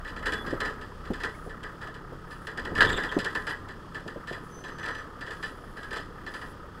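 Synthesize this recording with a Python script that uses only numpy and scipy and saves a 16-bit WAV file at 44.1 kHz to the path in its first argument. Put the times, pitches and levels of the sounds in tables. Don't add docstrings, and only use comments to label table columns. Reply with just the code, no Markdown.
import sys
import numpy as np
from scipy import signal
from scipy.fft import rfft, irfft, next_fast_len
from scipy.io import wavfile
from scipy.ndimage import map_coordinates

SR = 44100
rng = np.random.default_rng(int(sys.argv[2]) if len(sys.argv) > 2 else 0)


def master_out(mix):
    frames = np.transpose(np.atleast_2d(mix))
    ceiling = np.clip(frames, -1, 1)
    pcm = np.round(ceiling * 32767).astype(np.int16)
    wavfile.write(sys.argv[1], SR, pcm)


N = 299880


def amp(db):
    return 10 ** (np.asarray(db) / 20)


def unit(x):
    return x / np.sqrt(np.mean(x ** 2) + 1e-20)


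def curves(rows):
    s, *columns = np.transpose(rows)
    return [np.interp(np.arange(N) / SR, s, column) for column in columns]


def wobble(rate, size=N):
    knots = rng.standard_normal(size // 32)
    return map_coordinates(knots, [np.arange(size) * rate / SR], mode="wrap")


def add(track, s, sound):
    part = track[max(round(s * SR), 0):][:len(sound)]
    part += sound[:len(part)]


def filtered(x, response):
    m = 2 * next_fast_len(N // 2 + SR // 4)
    return irfft(rfft(x, m) * response(np.fft.rfftfreq(m, 1 / SR)), m)[:N]


def coloured(x, points):
    def response(hz):
        f, db = np.transpose(points)
        gain = unit(amp(np.interp(np.log(hz + 1), np.log(f), db)))
        cepstrum = irfft(np.log(gain))
        cepstrum[1:len(hz) - 1] *= 2
        cepstrum[len(hz):] = 0
        return np.exp(rfft(cepstrum))
    return filtered(x, response)


def resonate(x, modes):
    def response(f):
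        h = 0
        for c, width, db in modes:
            band = 1j * f * width / (c * c - f * f + 1j * f * width)
            h = h + amp(db) * band / (1 + 1j * f / c) ** 2
        return h / np.sqrt(np.mean(abs(h) ** 2))
    return filtered(x, response)


def noise(points):
    return unit(coloured(rng.standard_normal(N), points))


def burst(attack, t60):
    t = np.arange(SR // 5) / SR
    decay = np.exp(-np.log(1000) * t / t60)
    return rng.standard_normal(len(t)) * (1 - np.exp(-t / attack)) * decay


# f/Hz, level/dB
AIR_COLOUR = [(1900, -10), (3300, 4.5), (3800, -6), (5050, -0.5), (5800, -9), (10200, -14), (15500, -28)]


def air():
    drift_db = 1.2 * wobble(6)
    return noise(AIR_COLOUR) * amp(-63.0 + drift_db)


# t/s, length/s, step rate f/Hz, level/dB
LENS_RUNS = [(0.25, 0.23, 1411.5, -68), (3.49, 0.04, 790, -61), (4.29, 0.12, 1411.5, -73),
             (5.45, 0.6, 170, -72), (6.41, 0.08, 1411.5, -73), (6.49, 0.042, 790, -65)]
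# f/Hz, relative level/dB
LENS_BARREL = [(5000, -26), (8600, -9), (10100, 2), (11200, -2), (12900, -12), (14150, -6), (15000, -26)]
HUNT_HZ = 140


def lens_motor():
    out = np.zeros(N)
    barrel = coloured(signal.unit_impulse(N), LENS_BARREL)[:SR // 100]
    for s, length, hz, db in LENS_RUNS:
        stumble = min(HUNT_HZ / hz, 1) ** 3 * wobble(300, size=SR)[:int(length * SR)]
        rate = hz * np.exp(stumble)
        steps = np.cumsum(rate) / SR
        offset = (steps % 1 - .5) * SR / rate
        size = amp(2.5 * rng.standard_normal(SR))[steps.astype(int)]
        impulses = size * np.sinc(offset) * np.sin(np.pi * steps) ** 2
        ticks = signal.fftconvolve(impulses, barrel)[:len(steps)]
        add(out, s, amp(db) * unit(ticks) * signal.windows.tukey(len(steps), .2))
    return out


SWISH_STARTS = [1.26, 2.24, 3.26, 4.39, 5.27, 6.25]
SWISH_S = 0.28


def swishes():
    swell = np.zeros(N)
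    for s in SWISH_STARTS:
        add(swell, s, signal.windows.tukey(int(SWISH_S * SR), .5))
    hiss = noise([(9100, -17), (10100, -8), (11200, -23)])
    return amp(-66.0 + 1.59 * wobble(60)) * swell * hiss


# t/s, f/Hz, level/dB
BRAKE_SQUEAL = [(4.48, 6060, -71), (4.56, 6095, -54), (4.72, 6130, -64), (4.98, 5990, -60),
                (5.05, 6020, -73)]


def brake():
    hz, db = curves(BRAKE_SQUEAL)
    t = np.arange(N) / SR
    rubbing = (t > BRAKE_SQUEAL[0][0]) & (t < BRAKE_SQUEAL[-1][0])
    phase = 2 * np.pi * np.cumsum(hz * (1 + 0.003 * wobble(300))) / SR
    flutter_db = 2 * wobble(35) + 2.5 * wobble(150)
    return rubbing * amp(db + flutter_db) * np.sin(phase)


# t/s, length/s, centre f/Hz, level/dB
TRIM_SQUEAKS = [(0.318, 0.13, 3414, -46.5), (2.863, 0.039, 3420, -36.5), (2.913, 0.023, 7600, -44),
                (2.936, 0.022, 3470, -38), (2.962, 0.019, 7600, -46), (2.966, 0.0248, 3480, -40),
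                (3.086, 0.03, 3280, -42.5), (3.122, 0.064, 6150, -63)]
SQUEAK_ROUGH_S = 0.035


def squeaks():
    out = np.zeros(N)
    for s, length, hz, db in TRIM_SQUEAKS:
        n = int(length * SR)
        rough = min(SQUEAK_ROUGH_S / length, 1) ** 2
        pitch = hz + 130 * rough * wobble(900, size=SR)[:n]
        grip = amp(6 * rough * wobble(420, size=SR)[:n])
        tone = unit(grip * np.sin(2 * np.pi * np.cumsum(pitch) / SR))
        add(out, s, amp(db) * signal.windows.tukey(n, .5) * tone)
    return out


# t/s, effort level/dB
TYRE_EFFORT = [(0, 0.5), (0.47, 6), (1, 1), (2.5, 0.5), (3.05, 4.5), (3.7, 0.5), (6.8, 1)]


def effort():
    return curves(TYRE_EFFORT)[0]


# t/s, firing rate f/Hz
FIRING_RATE = [(0, 31.17), (0.65, 32.45), (1.1, 31.24), (2.2, 35.14), (3.3, 33.58), (4.8, 34.9),
               (5.4, 33.02), (6.8, 33.75)]
# f/Hz of an engine order, its level/dB before the slow fade and waver
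CABIN_BOOM = [(31, -44), (35, -63.5), (63, -48.5), (70, -58.5), (94, -55.5), (106, -67), (128, -62),
              (139, -52), (160, -55.5)]
# f/Hz, level/dB
WHIRR_COLOUR = [(850, -18), (1100, -6), (1250, 3.5), (1430, -5), (1820, -6.5), (2200, -23.5), (5000, -40.5)]
HUM_FADE_DB_PER_S = 0.74
WHIRR_DB, WHIRR_GROWS = -50.5, 1.43


def engine():
    hz, = curves(FIRING_RATE)
    phase = 2 * np.pi * np.cumsum(hz * (1 + 0.0055 * wobble(18))) / SR
    fade_db = HUM_FADE_DB_PER_S * np.arange(N) / SR
    hum = np.zeros(N)
    for order in range(1, 6):
        db = np.interp(order * hz, *np.transpose(CABIN_BOOM)) - fade_db
        waver = amp(2 * wobble(8))
        hum += np.sqrt(2) * amp(db) * waver * np.cos(order * phase)
    throb = 1 + 0.38 * np.sin(phase)
    whirr_db = WHIRR_DB + WHIRR_GROWS * effort() + 1.64 * wobble(21)
    return hum + noise(WHIRR_COLOUR) * throb * amp(whirr_db)


LURCH_S, LURCH_RISE_S, LURCH_FALL_S = 2.874, 0.34, 0.15


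def lurch():
    return curves([(LURCH_S - LURCH_RISE_S, 0), (LURCH_S, 1), (LURCH_S + LURCH_FALL_S, 0)])[0]


# f/Hz, level/dB
RUMBLE_COLOUR = [(15, -3), (25, 4.5), (35, 5.5), (65, -7.5), (100, 1), (150, -19), (300, -83)]
# f/Hz, level/dB
TYRE_COLOUR = [(60, -28), (130, 1), (270, 2), (480, 0), (680, -11), (1000, -4.5), (2000, -49)]
RUMBLE_DB, TYRE_DB = -50, -49
RUMBLE_GROWS = 0.82
LURCH_RUMBLE_DB, LURCH_TYRE_DB = 19, 12.5


def track():
    effort_db, depth = effort(), lurch()
    rumble_db = RUMBLE_DB + RUMBLE_GROWS * effort_db + LURCH_RUMBLE_DB * depth
    tyre_db = TYRE_DB + effort_db + LURCH_TYRE_DB * depth + 1.03 * wobble(30)
    return noise(RUMBLE_COLOUR) * amp(rumble_db) + noise(TYRE_COLOUR) * amp(tyre_db)


PEBBLES_PER_S, PEBBLE_DB, PEBBLE_HZ, PEBBLE_T60_S = 26, -44, 499, 0.031


def pebbles():
    t = np.arange(SR // 16) / SR
    out = np.zeros(N)
    draws = rng.standard_normal((int(PEBBLES_PER_S * N / SR), 3))
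    for k, (when, size, pitch) in enumerate(draws):
        s = (k + when) / PEBBLES_PER_S
        db = PEBBLE_DB + np.interp(s, *np.transpose(TYRE_EFFORT)) + 4.5 * min(size, 2)
        hz = PEBBLE_HZ * np.exp(0.45 * pitch)
        swell = (1 - np.exp(-t / 0.0011)) * amp(db - 60 * t / PEBBLE_T60_S)
        add(out, s, swell * np.sin(2 * np.pi * hz * t))
    return out


# f/Hz, level/dB
GRIND_COLOUR = [(300, 4), (1000, -9), (1750, 4.5), (2400, -8), (3450, 6), (5800, -31), (7200, -11),
                (8800, -25), (15500, -34)]
GRIND_DB, GRIND_HOLD_S, GRIND_FALL_DB_PER_S, GRITS_PER_S = -34.5, 0.024, 67, 260


def grind():
    t = np.arange(N) / SR - LURCH_S
    grits = (rng.random(N) < GRITS_PER_S / SR) * rng.standard_normal(N)
    scattered = signal.fftconvolve(grits, burst(attack=0.00071, t60=0.073))[:N]
    crunch = unit(coloured(scattered, GRIND_COLOUR))
    fall_db = GRIND_FALL_DB_PER_S * np.maximum(t - GRIND_HOLD_S, 0)
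    return (t > 0) * crunch * amp(GRIND_DB + 3 * wobble(70) - fall_db)


# t/s, strength as a level/dB, f/Hz
ROCK_THUDS = [(0.476, -24, 238), (0.528, -15.5, 304), (1.103, -15.5, 235), (1.463, -25.5, 550),
              (2.122, -26, 473), (2.717, -24, 262), (3.166, -12.5, 298), (4.062, -23.5, 400),
              (4.16, -23.5, 520), (4.31, -22.5, 577)]
THUD_ATTACK_S, THUD_T60_S, PUSH_DB = 0.0021, 0.02, 5


def thuds():
    t = np.arange(SR // 6) / SR
    swell = (1 - np.exp(-t / THUD_ATTACK_S)) * amp(-60 * t / THUD_T60_S)
    push, shudder = np.zeros((2, N))
    for s, db, hz in ROCK_THUDS:
        give_db = PUSH_DB + 0.53 * (db + 16)
        add(push, s, amp(db + give_db) * np.sin(2 * np.pi * hz * t) * swell)
        add(shudder, s, amp(db - 7) * burst(attack=0.003, t60=0.093))
    return push + coloured(shudder, [(70, -5.5), (200, -2.5), (450, 0), (800, -13.5), (3500, -52)])


MODE_SPREAD = 0.006


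def detuned(ring):
    n = np.arange(len(ring))
    return map_coordinates(ring, [n * (1 + MODE_SPREAD * rng.standard_normal())])


# t/s, click level/dB, ring level/dB
FITTING_CLACKS = [(0.048, -54, -40), (0.076, -51, -42.5), (0.163, -52, -41.5), (0.226, -54.5, -41),
                  (0.257, -39.5, -29), (0.322, -40.5, -31), (0.462, -49.5, -39), (0.505, -51.5, -40),
                  (0.603, -41, -30.5), (0.65, -45, -33), (0.812, -54.5, -44), (1.051, -56.5, -46.5),
                  (1.134, -50, -40.5), (1.201, -51.5, -40), (1.235, -42.5, -31), (1.494, -59, -44.5),
                  (1.631, -50.5, -40), (1.814, -54, -40.5), (1.871, -56.5, -45.5), (1.942, -57, -48),
                  (2.308, -54.5, -44.5), (2.469, -48, -37.5), (2.573, -47, -34.5), (2.65, -47.5, -36.5),
                  (2.751, -44, -31.5), (2.777, -43.5, -26.5), (2.807, -33, -21), (2.894, -43, -30),
                  (2.975, -46.5, -29.5), (3.034, -45, -32.5), (3.114, -49.5, -34.5), (3.188, -41, -35),
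                  (3.244, -41.5, -30.5), (3.349, -43, -29.5), (3.468, -43.5, -33), (3.498, -47.5, -36),
                  (3.686, -54.5, -44.5), (3.946, -50.5, -37.5), (4.076, -51, -41), (4.273, -49, -38),
                  (4.325, -49, -40.5), (4.639, -51, -41.5), (4.681, -55.5, -44), (4.784, -53.5, -41.5),
                  (4.83, -48.5, -36), (4.858, -48, -35.5), (4.885, -49, -35.5), (4.948, -51, -40.5),
                  (4.983, -56, -42), (5.209, -51, -39), (5.265, -52.5, -41.5), (5.306, -50.5, -40),
                  (5.427, -44.5, -34), (5.769, -55, -42.5), (5.83, -54, -42.5), (5.907, -51, -38),
                  (5.929, -47, -36.5), (5.96, -45.5, -37.5), (6.264, -50.5, -38.5), (6.338, -49, -39),
                  (6.413, -54, -41)]
# f/Hz, width/Hz, relative level/dB
RING_MODES = [(433.2, 8, 12), (1026, 4.3, 13), (1273, 4.2, 15), (1389, 18, 9.5), (1548, 8.5, 12),
              (1647, 7.1, 16.5), (1746.6, 11.8, 15), (1757, 10.4, 16.5), (1920, 7.8, 6)]
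# f/Hz, width/Hz, relative level/dB
CLICK_MODES = [(3014, 24, 7), (3373, 17, 6.5), (4023, 33, 4.2), (4900, 35, 3.8)]
# f/Hz, level/dB
RING_COLOUR = [(80, -23), (200, -11), (480, -3.5), (700, -11.5), (950, -7), (1480, -7), (1720, 1),
               (1930, 1.5), (2250, -32), (4000, -57.5)]
# f/Hz, level/dB
CLICK_COLOUR = [(1900, -34.5), (2350, 4.5), (3400, 8.5), (3750, -1), (4900, 3.5), (5700, -8), (6900, -9.5),
                (7700, -2.5), (8600, -15), (9700, -9.5), (15500, -31)]
CHATTER_DB, CHATTER_PER_S = 3, 258


def fittings():
    impulse = signal.unit_impulse(N)
    click_body = coloured(impulse, CLICK_COLOUR)[:SR // 4]
    click_modes = resonate(impulse, CLICK_MODES)[:SR // 4]
    ring_body = coloured(impulse, RING_COLOUR)[:SR // 4]
    ring_modes = resonate(impulse, RING_MODES)[:SR // 4]

    def at_level(x, db):
        return amp(db) * x / np.sqrt(np.mean(x[:SR // 25] ** 2))

    cabin = burst(attack=0.0019, t60=0.23)
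    out = np.zeros(N)
    for s, click_db, ring_db in FITTING_CLACKS:
        snap = burst(attack=0.00021, t60=0.045)
        snap = snap + amp(-7.5) * burst(attack=0.0017, t60=0.31) + amp(-7.5) * cabin
        chatter = amp(CHATTER_DB * wobble(CHATTER_PER_S, size=len(snap)))
        click = signal.fftconvolve(snap * chatter, click_body)
        click += signal.fftconvolve(amp(-5.0) * burst(attack=0.0001, t60=0.2), detuned(click_modes))
        ring = signal.fftconvolve(amp(-6.0) * burst(attack=0.0084, t60=0.24), ring_body)
        ring += signal.fftconvolve(burst(attack=0.0021, t60=0.074), detuned(ring_modes))
        add(out, s, at_level(click, click_db) + at_level(ring, ring_db))
    return out


# t/s, strength as a level/dB, f/Hz
SLAM_BLOWS = [(2.8061, -3, 1676), (2.8169, -10, 1580), (2.822, -5, 1747), (2.849, -13, 1770)]


def slam():
    t = np.arange(SR // 8) / SR
    swell = (1 - np.exp(-t / 0.0011)) * amp(-60 * t / 0.027)
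    ring, crack = np.zeros((2, N))
    for s, db, hz in SLAM_BLOWS:
        add(ring, s, amp(db) * np.sin(2 * np.pi * hz * t) * swell)
        add(crack, s, amp(db - 18.0) * burst(attack=0.00046, t60=0.068))
    crack_colour = [(100, -7), (800, -11), (1600, 9.0), (2300, -15), (3000, 7.5), (5000, -6), (6200, -41)]
    return ring + coloured(crack, crack_colour)


def scene():
    background = air() + lens_motor() + swishes() + brake() + squeaks()
    driving = engine() + track() + pebbles() + grind()
    blows = thuds() + fittings() + slam()
    return (background + driving + blows)[None]


TOP_HZ = 15720


def record(dry):
    return filtered(dry[0], lambda hz: hz < TOP_HZ)[None]


dry = scene()
out = record(dry)
master_out(out)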